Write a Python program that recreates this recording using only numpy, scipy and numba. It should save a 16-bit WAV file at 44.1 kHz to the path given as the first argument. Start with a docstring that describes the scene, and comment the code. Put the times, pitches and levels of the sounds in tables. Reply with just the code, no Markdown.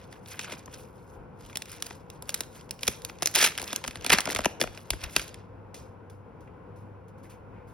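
"""A low ventilation rumble and a mains hum lie under the first crinkles of a foil card wrapper in the hands.
Creases buckle in clusters of damped snaps over a dense rustle of tiny ones, and the card stack thuds.
The seam tears in bursts of bright crackle; at the end cards slide with ticks and a patter of slips.
Soft one-cycle puffs bump the microphone, and decaying noise tails make the small room and near echoes.
Everything is heard close up, through the two ports of a phone microphone."""
import sys
import numpy as np
from scipy import signal
from scipy.fft import rfft, irfft
from scipy.io import wavfile
from scipy.ndimage import uniform_filter1d
from numba import njit

SR = 44100
rng = np.random.default_rng(int(sys.argv[2]) if len(sys.argv) > 2 else 0)


def file_out(sig):
    """Save sig as 16-bit WAV at sys.argv[1]."""
    # one column per channel
    cols = np.atleast_2d(sig).T
    # limit, then scale
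    lim = np.clip(cols, -1, 1)
    pcm = np.round(lim * 32767).astype(np.int16)
    wavfile.write(sys.argv[1], SR, pcm)


N = 341025


def undb(db):
    """Gain of a level in dB."""
    return 10 ** (np.asarray(db) / 20)


def across(table, size):
    """A (Hz, value) table read on a log pitch axis at every bin of a transform of this size."""
    hz, value = np.transpose(table)
    bin_hz = np.arange(size // 2 + 1) * SR / size
    return np.interp(np.log(bin_hz + 1), np.log(hz + 1), value)


def along(table, column):
    """A column of a table of times in seconds, read at every sample."""
    return np.interp(np.arange(N) / SR, np.array(table)[:, 0], np.array(table)[:, column])


def patchy(depth, rate):
    """Random levels held for 1 / rate seconds, with slewed steps between them."""
    hold = int(SR / rate)
    levels = np.repeat(rng.standard_normal(N // hold + 1), hold)[:N]
    return depth * uniform_filter1d(levels, hold // 2)


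# How alike diffuse sound is at the two ports. Each row: pitch in Hz, likeness from 0 to 1.
PORT_LIKENESS = [(60, .72), (130, .9), (290, .8), (600, .55), (3000, .4), (5000, .85), (15000, .9)]


def diffuse(size):
    """Spectra of two noises that share part of each band, as diffuse sound does at the two ports."""
    alike = np.clip(across(PORT_LIKENESS, size), 0, 1)
    mid, side = rfft(rng.standard_normal((2, size)))
    opposed = np.array([[1], [-1]])
    return (np.sqrt(1 + alike) * mid + np.sqrt(1 - alike) * side * opposed) / np.sqrt(2)


# Colour of the ventilation noise. Each row: pitch in Hz, relative level in dB.
AIR_COLOUR = [(25, -25.5), (45, 1.5), (65, 4.5), (170, 4.5), (215, 0.5), (400, -3), (500, 3.5), (600, -8),
              (1020, -4.5), (1200, -13), (1450, -10.5), (1750, -21.5), (2500, -23.5), (3100, -32),
              (4000, -41), (10000, -47.5), (15000, -53)]
# Level of the hum over time. 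Each row: time in seconds, mean RMS level in dB.
HUM_LEVEL = [(0, -60), (2, -60.5), (2.6, -66.5), (5, -58), (5.4, -52.5), (7.73, -56)]
AIR_DB, HUM_HZ = -48.5, 99.8  # both waver around these


def room_tone():
    """Coloured diffuse noise that swells a little, and a sine hum that wavers in pitch and level."""
    air = irfft(diffuse(N) * undb(across(AIR_COLOUR, N)), N)
    turns = np.cumsum(HUM_HZ + patchy(depth=1.2, rate=4.6)) / SR
    hum_db = along(HUM_LEVEL, 1) + patchy(depth=2.95, rate=8.2)
    hum = np.sqrt(2) * np.sin(2 * np.pi * turns) * undb(hum_db)
    air_gain = undb(AIR_DB + patchy(depth=1.0, rate=8)) / air.std()
    return air * air_gain + hum


NEAR_T60, NEAR_DB = 0.012, -10  # decay in seconds; level in dB against the direct sound


def near_echoes(size):
    """Scattered echoes of desk, box and hands: a few milliseconds of noise, partly alike at the ports."""
    t = np.arange(size) / SR
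    fade_in = np.clip(t / 0.0084, 0, 1)
    echoes = irfft(diffuse(size), size) * undb(-60 * t / NEAR_T60) * fade_in
    return echoes * undb(NEAR_DB) / np.sqrt(np.mean(np.sum(echoes ** 2, 1)))


# How long the room rings. Each row: pitch in Hz, time to fall 60 dB in seconds.
ROOM_DECAY = [(300, .45), (2000, .45), (6000, .4), (14000, .25)]
ROOM_DB = -17.5  # against the direct sound


def room(x, size):
    """The walls return a diffuse tail, built from octave bands of noise, with the treble dying first."""
    t = np.arange(size) / SR
    noise, tail = diffuse(size), 0
    decay_hz, decay_s = np.array(ROOM_DECAY).T
    octave = np.log2(np.arange(size // 2 + 1) * SR / size / 150 + 1e-9)
    for k, hz in enumerate(150 * 2. ** np.arange(7)):
        t60 = np.interp(np.log(hz), np.log(decay_hz), decay_s)
        band = np.clip(1 - np.abs(np.minimum(octave, 6) - k), 0, 1)
        tail = tail + irfft(noise * band, size) * undb(-60 * t / t60)
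    tail = tail * np.clip(t / 0.004, 0, 1)  # fades in over 4 ms
    tail = tail * undb(ROOM_DB) / np.sqrt(np.mean(np.sum(tail ** 2, 1)))
    return signal.fftconvolve(x, tail + near_echoes(size), axes=1)[:, :N]


@njit
def ring(size, start, pole, gain, turn):
    """Each snap is one damped ring, cut off some 50 dB down and turned apart in phase at the two ports."""
    out = np.zeros((2, size))
    for k in range(len(start)):
        z, i = gain[k] + 0j, start[k]
        while i < size and abs(z) > abs(gain[k]) / 300:
            z *= pole[k]
            out[0, i] += (z * turn[k]).imag
            out[1, i] += (z / turn[k]).imag
            i += 1
    return out


SNAP_SPREAD = .45  # radians between the ports per unit of spot, for short waves


def snaps(s, hz, cycles, energy, spot):
    """Rings of given energy (amplitude squared times seconds); spot says where each one sits."""
    s, hz, cycles, energy, spot = [np.ravel(v) if np.ndim(v) else v for v in (s, hz, cycles, energy, spot)]
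    hz = np.clip(hz, 25, .4 * SR)
    tau = cycles / hz
    pole = np.exp((2j * np.pi * hz - 1 / tau) / SR)
    sign = rng.choice([-1., 1.], len(s))
    # long waves reach both ports more alike
    apart = SNAP_SPREAD * spot * np.clip(hz / 2000, .35, 1)
    gain = sign * 2 * np.sqrt(energy / tau)
    return ring(N, (s * SR).astype(np.int64), pole, gain, np.exp(.5j * apart))


# Air pushed at the phone by the hands. Each row: start in seconds, level in dB, centre pitch in Hz.
AIR_PUFFS = [(0.684, -41, 200), (.765, -48, 66), (1.165, -47, 50), (1.436, -46, 80), (2.884, -42, 104.6),
             (3.87, -44, 70), (3.975, -42, 70), (4.117, -36.5, 66), (4.363, -38, 66), (4.409, -38.5, 66),
             (4.65, -39, 60), (4.919, -31.5, 66), (5.03, -36, 66), (5.17, -40, 66)]


def puffs(count=4):
    """Low soft bumps: each is a few fading one-cycle pushes, unlike at the two ports."""
    s, db, hz = np.array(AIR_PUFFS).T[:, :, None]
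    late, pitch, spot = rng.standard_normal((len(AIR_PUFFS), count, 3)).transpose(2, 0, 1)
    push = np.arange(count)
    when = s + 0.8 / hz * (push + 0.27 * late)
    energy = undb(2 * db) / hz * np.exp(-.6 * push)
    bumps = snaps(when, hz * np.exp(.3 * pitch), 1.0, energy, 5 * spot)
    return uniform_filter1d(bumps, int(0.0012 * SR))  # softens the onsets


# Cards sliding over each other, an edge catching first.
# Each row: start in seconds, length in ms, level in dB, centre pitch in Hz, tick level in dB.
CARD_SLIDES = [(5.7439, 67, -50, 5556, -39), (6.099, 68, -66.5, 7970, -49.5),
               (6.4074, 49, -67.5, 8000, -58), (6.4748, 20.5, -66, 2380, -57), (6.76, 70, -65.5, 8000, -62),
               (7.082, 22, -64.5, 9000, -58), (7.18, 30, -64.5, 9000, -65), (7.229, 45, -58.5, 7600, -70),
               (7.24, 30, -58, 2100, -70), (7.296, 62, -60.5, 2480, -64), (7.2954, 41, -53, 8040, -60),
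               (7.529, 143, -66, 2200, -69.5), (7.67, 78, -61.5, 9700, -72)]
TICK_MS = 7.6


def slides(count=700):
    """Each slide is a tick, then a smooth patter of tiny slips that swells quickly and fades."""
    s, ms, db, hz, tick_db = np.array(CARD_SLIDES).T[:, :, None]
    late = rng.uniform(0, 3, (len(CARD_SLIDES), count)) ** 2 / 3  # in slide lengths
    swell = (late / .2) ** 2.5 / (1 + (late / .2) ** 2) * np.exp(-3 * late)
    tick = np.exp(-(late * ms / TICK_MS) ** 2)
    panel, spot = rng.standard_normal((len(CARD_SLIDES), count, 2)).transpose(2, 0, 1)
    # low scrapes ring the card itself on a narrow pitch, high ones hiss widely
    sharp = 8000 / hz * np.ones(count)
    pitch = hz * np.exp(0.47 * panel / sharp)
    patter_energy = undb(2 * db) * ms / 1000 * swell / swell.sum(1, keepdims=True)
    tick_energy = undb(2 * tick_db) * TICK_MS / 1000 * tick / tick.sum(1, keepdims=True)
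    return snaps(s + late * ms / 1000, pitch, 0.3 * sharp ** 2, patter_energy + tick_energy, spot)


def crinkle(db, hz, spread, cycles, scatter_db, count):
    """Countless small snaps at random moments, two panels at a time; most are faint, a few stand out."""
    pair_s = rng.uniform(0, N / SR - .01, count // 2)
    s = np.repeat(pair_s, 2) + rng.exponential(.0006, count)
    at = (s * SR).astype(int)
    panel, spot = rng.standard_normal((2, count))
    share = undb(2 * scatter_db * np.repeat(rng.exponential(1, count // 2), 2))
    energy = undb(2 * db[at]) * share / share.sum() * N / SR
    # the folds change size under the fingers, so the colour shifts
    fold = patchy(depth=.3, rate=45)[at]
    return snaps(s, hz * np.exp(fold + spread * panel), cycles, energy, spot)


# Once the pack is open the card stack flexes in the grip.
# Each row: time in seconds, level in dB at a -40 dB rustle.
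STACK_FLEX = [(3.2, -59), (3.6, -48), (4.2, -49), (4.3, -40.5), (4.68, -46.5), (4.8, -56), (5.4, -47)]
FLEX_PER_DB = 0.55  # dB of flex per dB of rustle


def flex(rustle_db, fits):
    """The bending stack creaks in low snaps that follow the rustle, within the span of its table."""
    t = np.arange(N) / SR
    gripped = (t > STACK_FLEX[0][0]) & (t < STACK_FLEX[-1][0])
    flex_db = along(STACK_FLEX, 1) + FLEX_PER_DB * (rustle_db + 40)
    level_db = np.where(gripped, flex_db + fits, -120)
    return crinkle(level_db, 550, .6, 1.8, 2.2, count=6000)


def gestures(start, hold, db, rise_db_s, fall_db_s):
    """Summed power, each millisecond, of gestures that rise to their start, hold and fall."""
    t = np.arange(N * 1000 // SR + 2)[:, None] / 1000
    before, after = np.maximum(start - t, 0), np.maximum(t - start - hold, 0)
    return np.sum(undb(2 * (db - rise_db_s * before - fall_db_s * after)), 1)


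# Fingers pressing or shifting on the foil.
# Each row: start in seconds, hold in seconds, rustle level in dB, treble sizzle level in dB.
FINGER_GRIPS = [(0.0, 0.021, -52, -63), (0.123, 0.014, -54.5, -61.5), (0.302, 0.023, -46.5, -47),
                (0.404, 0.06, -41.5, -63), (0.495, 0.041, -43.5, -53), (0.721, 0.032, -50.5, -55.5),
                (0.806, 0.018, -55, -54), (0.958, 0.19, -71, -65.5), (1.404, 0.033, -59.5, -63),
                (1.444, 0.1, -57.5, -58.5), (1.696, 0.055, -45, -52), (1.855, 0.051, -48, -49),
                (2.123, 0.02, -59, -65), (2.277, 0.13, -53, -55), (2.555, 0.014, -50.5, -50),
                (2.843, 0.064, -45, -43.5), (3.049, 0.045, -51, -53.5), (3.241, 0.02, -43.5, -53),
                (3.594, 0.092, -45.5, -47.5), (3.69, 0.027, -37.5, -50), (3.86, 0.14, -49, -62),
                (4.052, 0.045, -39, -52), (4.147, 0.0074, -36.5, -45), (4.284, 0.083, -42.5, -61.5),
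                (4.40, 0.073, -46.5, -66), (4.754, 0.018, -47.5, -52.5), (4.87, 0.092, -56, -62),
                (5.024, 0.016, -41, -55.5), (5.117, .05, -66, -48), (5.176, 0.01, -35, -40.5),
                (5.293, 0.098, -58, -79)]
GRIP_RISE_DB_S, GRIP_FALL_DB_S = 350.5, 191
SETTLE_RISE_DB_S, SETTLE_FALL_DB_S = 5000, 299.5


def handling(column, settle_db):
    """Level in dB of the small crackle: grips, tears and the foil settling after each crack."""
    grip, tear, crack = np.array(FINGER_GRIPS).T, np.array(SEAM_TEARS).T, np.array(CREASES).T
    power = (gestures(grip[0], grip[1], grip[column], GRIP_RISE_DB_S, GRIP_FALL_DB_S)
             + gestures(tear[0], tear[1], tear[column], TEAR_RISE_DB_S, TEAR_FALL_DB_S)
             + gestures(crack[0], 0, crack[1] + settle_db, SETTLE_RISE_DB_S, SETTLE_FALL_DB_S))
    level_db = 10 * np.log10(power + 1e-14)
    return np.interp(np.arange(N) / SR * 1000, np.arange(len(power)), level_db)


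def rustle(rustle_db, fits):
    """The body of the foil noise: dense mid-pitched snaps on panels of widely spread size."""
    return crinkle(rustle_db + fits, 2824, .62, 2.8, 1.6, count=20000)


def sizzle(sizzle_db, fits):
    """The treble of the foil noise: a denser spray of high snaps that die within about a cycle."""
    return crinkle(sizzle_db + fits, 9000, 0.38, 0.94, 2.7, count=40000)


# The seam ripping open.
# Each row: start in seconds, hold in seconds, rustle level in dB, treble sizzle level in dB.
SEAM_TEARS = [(3.365, 0.047, -22.5, -28), (3.408, 0.054, -20, -27), (4.12, 0.0083, -16, -33),
              (4.14, .04, -32, -46)]
TEAR_RISE_DB_S, TEAR_FALL_DB_S = 1200.5, 560


def rip(fits):
    """The seam's fibres part with a brighter, sharper crackle, just below the tear's sizzle level."""
    start, hold, _, sizzle_db = np.array(SEAM_TEARS).T
    power = gestures(start, hold, sizzle_db - 1.5, TEAR_RISE_DB_S, TEAR_FALL_DB_S)
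    seam_db = 10 * np.log10(power[np.arange(N) * 1000 // SR] + 1e-14)
    return crinkle(seam_db + fits, 4800, 0.2, 2.7, 2.5, count=20000)


# Creases that buckle. Each row: start in seconds, level in dB, centre pitch in Hz,
# nominal length in ms, card-stack thud in dB against the crack.
CREASES = [(0.1273, -38, 2700, 4.1, -7), (0.26, -44.5, 3570, 6.8, -1), (0.285, -44, 5860, 8.2, -12),
           (0.343, -41.5, 1400, 14.5, -4), (0.3933, -23, 2730, 4.3, -14), (0.401, -37, 5200, 5, -14),
           (0.411, -35.5, 5000, 3.8, -15), (0.435, -40, 4200, 4.7, -8), (0.5003, -39, 3200, 4.4, -4),
           (0.5089, -36, 2100, 4.7, -3), (0.5221, -33, 3100, 11.3, 0), (0.535, -36.5, 1480, 7.1, 0.5),
           (0.5934, -43, 6100, 2.3, -20), (0.659, -42.5, 6840, 4.2, -20), (0.6786, -41, 1300, 6, 5),
           (0.74, -38.5, 4410, 13, -6), (1.451, -44, 3800, 3.6, -15), (1.4986, -40, 1800, 6.1, -10),
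           (1.53, -40.5, 3180, 3.1, -6), (1.5566, -25, 4390, 5.5, -11), (1.5718, -16, 7000, 1.67, -32),
           (1.6211, -29, 4900, 5, -14), (1.657, -37.5, 4500, 3.7, -15), (1.824, -20, 5320, 3.34, -12),
           (1.866, -31, 7500, 4.7, -19), (1.908, -32.5, 1910, 4.3, -1.5), (2.1016, -31, 4300, 1.28, -19),
           (2.224, -31.5, 8780, 3, -5), (2.293, -20.5, 6600, 3.74, -10.5), (2.303, -33.5, 6200, 5.9, -17),
           (2.343, -13.5, 5990, 1.71, -28.5), (2.346, -17.5, 6030, 2.25, -36),
           (2.3765, -38, 5000, 3.4, -18.5), (2.407, -17.5, 5700, 2.96, -12.5),
           (2.435, -39.5, 4230, 4.6, -11), (2.611, -43.5, 4230, 3.7, -10), (2.693, -45.5, 4110, 5.1, -15.5),
           (2.7094, -20, 9580, 1.9, -25.5), (2.792, -40.5, 3500, 4.7, -12), (2.8328, -23, 5600, 4.4, -9),
           (2.87, -25.5, 4840, 3.6, -22.5), (2.8791, -11, 6140, 4.56, -6), (3.02, -39.5, 5500, 3.2, -16.5),
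           (3.0492, -21.5, 7220, 3.2, -24), (3.0975, -32, 2268, 2.7, -1), (3.187, -41.5, 3417, 3.7, -15),
           (3.2229, -16.5, 5490, 3.1, -2), (3.2298, -23, 4380, 7.2, -14.5), (3.259, -10, 8500, 1.75, -25.5),
           (3.2727, -12, 6450, 2.13, -28), (3.341, -29.5, 4320, 4.1, -17), (3.349, -21.5, 5010, 3.2, -23.5),
           (3.353, -14.5, 5330, 8.4, -27), (3.359, -12, 6000, 4.8, -18), (3.385, -22.5, 1800, 1.7, -5),
           (3.414, -17, 5440, 3.1, -21), (3.428, -12.5, 3614, 2.8, -16), (3.444, -16, 4360, 7.5, -20),
           (3.452, -19, 5510, 3.2, -20.5), (3.4645, -27, 3200, 3.3, -15.5),
           (3.475, -17.5, 4290, 2.2, -23.5), (3.4868, -25, 3490, 3, -13.5), (3.505, -35, 1700, 5.2, -13.5),
           (3.52, -33, 2240, 7.6, -8), (3.553, -34, 2500, 4.6, -9), (3.5779, -19, 4360, 2.16, -17),
           (3.585, -22.5, 2500, 2.95, -16), (3.598, -31, 3520, 9.2, -2.5), (3.6169, -24.5, 4580, 2.8, -9),
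           (3.627, -26, 5930, 1.6, 0), (3.641, -33.5, 5106, 7.8, -8.5), (3.6781, -31, 5500, 6.8, -22),
           (3.714, -36, 2720, 1.3, -21.5), (3.7301, -21, 4010, 4.6, -5), (3.7609, -16.5, 6680, 2.74, -33),
           (3.841, -23, 2237, 3.37, -12.5), (3.848, -29, 1679, 8.2, -14), (3.863, -34.5, 5445, 3, -14.5),
           (3.878, -24.5, 3820, 6.8, -5), (3.91, -35, 3940, 4.3, -21.5), (3.957, -21, 2474, 1.13, -7),
           (3.972, -38, 2700, 2.6, -11), (4.0108, -36, 3756, 3.2, -15), (4.0464, -25, 3450, 5, -4),
           (4.0643, -16, 3916, 3, -8.5), (4.0963, -18.5, 3600, 2.7, -10.5), (4.1021, -8, 2277, 5.8, -17),
           (4.1211, -12.5, 2904, 6.7, -4.5), (4.131, -10.5, 2940, 9.6, -3), (4.1857, -9.5, 2195, 3.44, -19),
           (4.1959, -22, 1567, 4.2, -1.5), (4.2059, -19, 6560, 3.8, -25.5), (4.2165, -32, 2530, 4.5, -13.5),
           (4.256, -24, 4370, 4.2, -18.5), (4.262, -31.5, 800, 5.8, 6), (4.274, -24.5, 2320, 4.85, 5),
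           (4.2881, -29, 1800, 7, 6), (4.293, -29, 5200, 4.5, -11.5), (4.3016, -23, 2312, 4.9, -9.5),
           (4.308, -23.5, 5310, 3.6, -9.5), (4.315, -29, 2890, 4.93, 1.5), (4.321, -28, 4650, 9.4, -12.5),
           (4.329, -27.5, 4240, 4.6, -20.5), (4.3492, -20, 5450, 4.4, -6.5), (4.362, -14.5, 1864, 2.8, -18),
           (4.367, -26, 4160, 5, -4), (4.3886, -25, 3500, 6.3, 7.5), (4.406, -30, 3130, 3, -6),
           (4.44, -28, 2630, 3, -16), (4.4468, -15, 2600, 2.2, -24), (4.457, -12.5, 2820, 3.58, 3),
           (4.6005, -25, 2200, 1.3, 2), (4.605, -24, 6280, 4.2, -14.5), (4.614, -10.5, 3380, 3.6, -4.5),
           (4.625, -27, 4500, 7.9, -2.5), (4.6383, -27.5, 2790, 5.3, 7), (4.6747, -30, 1760, 3.2, -3.5),
           (4.7758, -34, 2954, 3.5, -8), (4.905, -13.5, 5000, 3.4, -37), (4.9336, -30.5, 2230, 8.2, 3),
           (5.039, -27, 3745, 8.3, -34), (5.164, -9.5, 2878, 5.76, -12.5), (5.2, -37, 2640, 9.7, -4.5),
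           (5.216, -33.5, 5420, 5.1, -4), (5.28, -40, 5100, 8, -6.5), (5.3436, -33, 4320, 1.8, -13) ]
FOIL_DOWN, FOIL_UP = .52, .7  # log pitch spread of the panels below and above the centre
FOIL_LAG_CYCLES, STACK_LAG_CYCLES = 1.2, 1.596  # delay in periods
STACK_HZ, STACK_TILT_DB = 438, 2  # centre pitch; dB per step up in pitch


def cracks(count=48):
    """A buckling crease runs along the foil as a cluster of snaps on panels of many sizes."""
    s, db, hz, ms, thud_db = np.array(CREASES).T[:, :, None]
    when, panel, size, spot = rng.standard_normal((len(CREASES), count, 4)).transpose(2, 0, 1)
    run = .7 * ms / 1000
    # most snaps trail the onset, some come just before it
    late = np.where(when > -.6, np.abs(when) * .5, (when + .6) * .25)
    # every size takes part, the middle ones most
    panel = np.linspace(-2.2, 2.2, count) + .1 * panel
    share = undb(2 * (2.3 * size - 3.2 * np.abs(late))) * np.exp(-panel ** 2 / 2)
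    energy = undb(2 * db) * run
    reach = np.clip((db + 62) / 34, .5, 1)  # a faint crease stirs fewer sizes of panel
    pitch = hz * np.exp(np.where(panel < 0, FOIL_DOWN, FOIL_UP) * panel * reach)
    # bending waves spread slower the lower they are, so big panels answer late
    lag = FOIL_LAG_CYCLES * (1 / pitch - 1 / hz)
    foil_energy = energy * share / share.sum(1, keepdims=True)
    foil = snaps(s + late * run + lag, pitch, 1.84, foil_energy, spot)
    return foil + thuds(s, run, energy * undb(2 * thud_db), late[:, :10], size[:, :10], spot[:, :10])


def thuds(s, run, energy, late, size, spot):
    """The stiff card stack inside answers each crack with a thud of ten rings that sweeps downwards."""
    step = np.linspace(-1.7, 1.7, 10) + .25 * size
    pitch = STACK_HZ * np.exp(0.551 * step)
    share = undb(2 * STACK_TILT_DB * step)
    when = s + STACK_LAG_CYCLES / pitch + np.abs(late) * run * .8
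    return snaps(when, pitch, 0.84, energy * share / share.sum(1, keepdims=True), spot)


def hands():
    """All that the fingers set off, at the hands: foil, seam, card stack and sliding cards."""
    fits = patchy(depth=2.7, rate=150)  # dB; the foil gives way in fits
    rustle_db = handling(column=2, settle_db=-32.5)
    sizzle_db = handling(column=3, settle_db=-33)
    crackle = rustle(rustle_db, fits) + sizzle(sizzle_db, fits) + rip(fits)
    return slides() + flex(rustle_db, fits) + crackle + cracks()


# Colour of the path from hands to phone. Each row: pitch in Hz, gain in dB.
DESK_COLOUR = [(80, -9.5), (250, -7.5), (600, -4), (1050, -6.5), (1500, -3.5), (2500, -3.5), (4000, -6),
               (7000, -1.5), (11000, -2), (15600, -7.5), (16400, -14.5)]


def scene():
    """The hands through the desk colour, with their room tail, over puffs and room tone."""
    direct = irfft(rfft(hands()) * undb(across(DESK_COLOUR, N)), N)
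    return room_tone() + puffs() + room(direct, size=16384) + direct


# Phase between the ports. Each row: pitch in Hz, lead of the left port in radians.
PORT_LEAD = [(1, 0), (950, -.7), (2150, .6), (5300, .6), (7100, 3.0), (8300, 3.3), (10200, 6.05),
             (12200, 6.6), (13300, 9.1), (14800, 9.7), (15800, 11.2)]
# Level between the ports. Each row: pitch in Hz, left minus right in dB.
PORT_LEVELS = [(60, 1), (200, 0.5), (400, 6), (800, 3), (1500, 0.5), (4400, -1.5), (15000, 0)]
TOP_HZ = 17200


def record(dry):
    """The two ports differ in phase and level by band; deep bass is cut, peaks rounded, the top cut."""
    half = np.exp(.5j * across(PORT_LEAD, N)) * undb(across(PORT_LEVELS, N) / 2)
    ports = irfft(rfft(dry) * np.array([half, 1 / half]), N)
    bass_cut = signal.butter(3, 40, "high", fs=SR, output="sos")
    top_cut = signal.ellip(16, .2, 130, TOP_HZ, fs=SR, output="sos")
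    rounded = np.tanh(signal.sosfilt(bass_cut, ports))  # bends peaks towards full scale
    return signal.sosfilt(top_cut, rounded)


dry = scene()
out = record(dry)
file_out(out)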